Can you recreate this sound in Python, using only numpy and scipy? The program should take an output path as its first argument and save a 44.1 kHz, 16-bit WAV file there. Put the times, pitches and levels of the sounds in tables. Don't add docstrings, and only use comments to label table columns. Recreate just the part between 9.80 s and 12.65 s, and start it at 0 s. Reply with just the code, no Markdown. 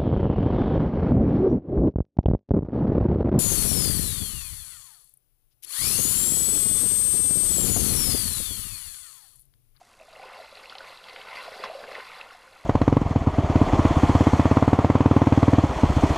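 import sys
import numpy as np
from scipy import signal
from scipy.fft import rfft, irfft, next_fast_len
from scipy.io import wavfile
from scipy.ndimage import map_coordinates

SR = 44100
rng = np.random.default_rng(int(sys.argv[2]) if len(sys.argv) > 2 else 0)


def wav_out(sig):
    wavfile.write(sys.argv[1], SR, np.round(np.clip(np.atleast_2d(sig).T, -1, 1) * 32767).astype(np.int16))


N = 125685


def amp(db):
    return 10 ** (np.asarray(db) / 20)


def unit(x):
    return x / np.sqrt(np.mean(x ** 2) + 1e-20)


def filtered(x, response):
    size = next_fast_len(len(x) + 8192)
    spectrum = rfft(x, size) * response(np.fft.rfftfreq(size, 1 / SR))
    return irfft(spectrum, size)[:len(x)]


def coloured(x, points):
    f, db = np.transpose(points)
    return unit(filtered(x, lambda hz: amp(np.interp(np.log(hz + 1), np.log(f), db))))


def wobble(rate):
    points = rng.standard_normal(int(N * rate / SR) + 4)
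    return map_coordinates(points, [np.arange(N) * rate / SR])


def add(out, s, x):
    i = max(0, round(s * SR))
    out[i:i + len(x)] += x[:len(out) - i]


def burst(t, attack_s, t60):
    envelope = (1 - np.exp(-(t / attack_s) ** 2)) * amp(-60 * t / t60)
    return envelope / envelope.max()


def bubbles(count, centre_hz, octaves, cycles, scatter_db, size):
    start = rng.integers(0, N, (count, 1))
    pitch, level = rng.standard_normal((2, count, 1))
    hz = np.minimum(centre_hz * 2 ** (octaves * pitch), SR / 4)
    turns = hz * np.arange(size) / SR
    fade = amp(scatter_db * np.minimum(level, 2) - 60 * turns / cycles)
    rings = fade * np.sin(2 * np.pi * turns) * (1 - np.exp(-2 * turns))
    places = start + np.arange(size)
    return unit(np.bincount(places.ravel(), rings.ravel(), N)[:N])


def ring(events, bend):
    fade_cycles, attack_cycles = 22.5, 2.17
    out, t = np.zeros(N), np.arange(SR // 10) / SR
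    for s, db, hz in events:
        life, attack = fade_cycles / hz, attack_cycles / hz
        pitch = hz * (1 + bend * (1 - 2 * np.exp(-3 * t / life)))
        tone = np.sin(2 * np.pi * np.cumsum(pitch) / SR)
        add(out, s - attack / 2, amp(db) * burst(t, attack, life) * tone)
    return out


def churn():
    # (t/s, drops level/dB, gurgling level/dB, fizz level/dB)
    churn_strength = [(0.0, -68.5, -91, -73.5), (0.21, -65, -56.5, -69), (0.31, -58.5, -67, -65.5),
                      (0.41, -52.5, -46, -60), (0.47, -47.5, -50.5, -59), (0.53, -50, -43.5, -58.5),
                      (0.63, -49, -51.5, -55), (0.69, -53, -61, -58.5), (0.78, -51, -48.5, -55.5),
                      (0.88, -52, -59.5, -57.5), (1.02, -49, -51.5, -54.5), (1.2, -52.5, -57, -57.5),
                      (1.4, -49, -50, -55.5), (1.57, -41, -50, -51), (1.72, -50, -43, -52),
                      (1.86, -44, -43, -52), (1.99, -52, -46, -55), (2.169, -41, -45.5, -55),
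                      (2.25, -49, -61, -54), (2.41, -48, -51, -55), (2.485, -56.5, -51.5, -64.5),
                      (2.53, -52.5, -73, -57.5), (2.62, -57, -62.5, -64), (2.85, -58, -54.5, -65.5)]
    # (f/Hz, level/dB)
    spray_colour = [(50, -55), (160, -22), (320, -12), (450, -2), (700, -2), (820, -2), (1020, 5.5),
                    (1180, 0.5), (1400, 2), (1650, 0), (2100, 5), (2800, 5.5), (3800, -5), (7000, -47)]
    # (f/Hz, level/dB)
    fizz_colour = [(400, -68), (2000, -21), (2800, -16.5), (3500, -7), (4400, -2.5), (5200, -6),
                   (5900, -11), (7000, -12.5), (12000, -11)]
    spray_db, fizz_db, gurgle_db = 1, 1, -4.5
    spurt_db, spurts_per_s = 1.14, 30
    wash_gain, wash_growth = 1, 0.15

    s, *columns = np.transpose(churn_strength)
    level, low, high = [np.interp(np.arange(N) / SR, s, column) for column in columns]
    drops = bubbles(count=3000, centre_hz=1480, octaves=0.75, cycles=30.0, scatter_db=3.0, size=700)
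    fine = bubbles(count=3000, centre_hz=3942, octaves=0.33, cycles=52, scatter_db=3.0, size=300)
    large = bubbles(count=1400, centre_hz=640.5, octaves=0.31, cycles=9.9, scatter_db=4.5, size=1500)
    wash = wash_gain * amp(wash_growth * (level - level.mean()))

    def merged(x):
        return (x + wash * rng.standard_normal(N)) / np.sqrt(1 + wash ** 2)

    layers = [(spray_db + level, coloured(merged(drops), spray_colour)),
              (fizz_db + high, coloured(merged(fine), fizz_colour)),
              (gurgle_db + low, large)]
    surge = wobble(spurts_per_s)
    out = np.zeros(N)
    for db, x in layers:
        own = wobble(spurts_per_s)
        out += amp(db + spurt_db * (surge + own)) * x
    return out


def hiss():
    # (f/Hz, level/dB)
    floor_colour = [(20, -43), (70, -48.5), (130, -51.5), (300, -53), (650, -55), (1500, -57.5),
                    (3000, -67.5), (6400, -61.5), (12000, -66.5)]
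    floor_db = -62.5
    return amp(floor_db) * coloured(rng.standard_normal(N), floor_colour)


def pond_mirror(x):
    delay_s, gain = 0.001484, 0.23
    return filtered(x, lambda hz: 1 + gain * np.exp(-2j * np.pi * hz * delay_s))


def bush(x):
    bush_db, bush_t60_s = -15, 0.27
    t = np.arange(SR // 2) / SR
    dull = filtered(rng.standard_normal(len(t)), lambda hz: 1 / (1 + (hz / 4000) ** 2))
    tail = dull * burst(t, attack_s=0.0013, t60=bush_t60_s)
    return amp(bush_db) * signal.fftconvolve(x, tail / np.linalg.norm(tail))[:N]


def buzz():
    # (f/Hz, level/dB)
    buzz_colour = [(1500, -24), (6000, -21), (11000, -21.5)]
    mains_hz, start_s, buzz_db = 50, .0118, -68
    ticks = np.zeros(N)
    times = np.arange(start_s, N / SR, 1 / mains_hz)
    ticks[(times * SR).astype(int)] = 1
    return amp(buzz_db) * coloured(ticks, buzz_colour)


def gulps():
    # (t/s, level/dB before the trim, middle pitch f/Hz)
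    air_pockets = [(0.014, -40, 713), (0.212, -40, 623), (0.284, -40.5, 670), (0.333, -43, 650),
                   (0.366, -40.5, 553), (0.396, -36, 760), (0.588, -38, 730), (0.6, -33, 654),
                   (0.725, -40, 574), (0.924, -33.5, 1380), (0.953, -35.5, 766), (1.006, -31, 1460),
                   (1.008, -44, 620), (1.679, -29.5, 700), (1.823, -34, 612), (1.838, -24.5, 1073),
                   (1.899, -26.5, 632), (1.913, -35, 670), (1.934, -35.5, 710), (1.951, -30, 551),
                   (1.988, -34, 620), (1.999, -41, 573), (2.081, -34.5, 507), (2.105, -36.5, 695),
                   (2.129, -41, 486), (2.508, -35.5, 1394), (2.522, -43, 736), (2.549, -40, 720),
                   (2.677, -44, 1440)]
    gulp_db, sag = -2.5, 0.044
    return amp(gulp_db) * ring(air_pockets, -sag)


def drips():
    # (t/s, level/dB, middle pitch f/Hz)
    falling_drops = [(.139, -49, 2600), (.199, -45, 2630), (.222, -46.5, 2620), (.330, -43.5, 4400),
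                     (.754, -36, 4330), (.772, -37, 2720), (.840, -38.5, 2240), (.857, -35.5, 2720),
                     (.898, -35, 4400), (1.174, -36.5, 4000), (1.286, -39.5, 2060), (2.153, -29.5, 2060),
                     (2.4122, -29.5, 2680)]
    return ring(falling_drops, bend=0.12)


def gloops():
    # (t/s, length/s, level/dB before wavering, first f/Hz, last f/Hz)
    cavities = [(0.419, .028, -42.5, 539, 1110), (0.842, 0.083, -61, 477, 970),
                (1.855, 0.0266, -43, 1004, 668)]
    waver_db, wavers_per_s = 2, 162
    out = np.zeros(N)
    for s, length, db, first_hz, last_hz in cavities:
        u = np.linspace(0, 1, int(length * SR))
        pitch = first_hz * (last_hz / first_hz) ** u
        tone = np.sin(2 * np.pi * np.cumsum(pitch) / SR)
        swell = np.sqrt(4 * u * (1 - u))
        waver = waver_db * wobble(wavers_per_s)[:len(u)]
        add(out, s, amp(db + waver) * swell * tone)
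    return out


def plunges():
    # (t/s, level/dB of the noise before its rise and decay)
    body_hits = [(0.454, -53), (0.901, -47.5), (1.008, -52), (1.555, -43.5), (1.838, -33.5), (2.117, -44),
                 (2.147, -42)]
    # (f/Hz, level/dB)
    plunge_colour = [(60, -41), (170, -2), (350, 4.5), (650, 8), (1100, 5), (2000, -1), (4500, 2),
                     (7000, -19), (12000, -27)]
    attack_s, t60_s = .0015, 0.072
    out, t = np.zeros(N), np.arange(SR // 4) / SR
    for s, db in body_hits:
        noise = coloured(rng.standard_normal(len(t)), plunge_colour)
        add(out, s - attack_s / 2, amp(db) * burst(t, attack_s, t60_s) * noise)
    return out


def slaps():
    # (t/s, peak level/dB before the trim, centre f/Hz)
    smacks = [(0.896, -25.5, 3300), (.952, -27, 2800), (0.9828, -22, 4100), (1.240, -27.5, 3600),
              (1.285, -28, 3700), (1.296, -29.5, 4200), (1.361, -20.5, 2120), (1.414, -26, 2380),
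              (1.837, -17, 1500), (1.858, -27, 1970), (2.038, -23, 1550), (2.152, -22, 1910),
              (2.3168, -26, 2200), (2.363, -29.5, 1200), (2.4122, -29.5, 2960)]
    slap_db, t60_s, octaves = -8, 0.018, .5
    out, t = np.zeros(N), np.arange(SR // 20) / SR
    for s, db, centre in smacks:
        def band(hz):
            hump = np.exp(-.5 * (np.log2((hz + 1) / centre) / octaves) ** 2)
            return hump / (1 + (hz / 5400) ** 12)

        noise = unit(filtered(rng.standard_normal(len(t)), band))
        smack = noise * burst(t, attack_s=0.00076, t60=t60_s)
        add(out, s, amp(db + slap_db) * smack / np.abs(smack).max())
    return out


def scene():
    splash = pond_mirror(churn() + plunges())
    water = splash + gulps() + drips() + gloops() + slaps()
    mono = water + bush(water) + buzz() + hiss()
    return np.array([mono, mono])


def record(dry):
    top_hz = 12200
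    return np.array([filtered(x, lambda hz: hz < top_hz) for x in dry])


dry = scene()
out = record(dry)
wav_out(out)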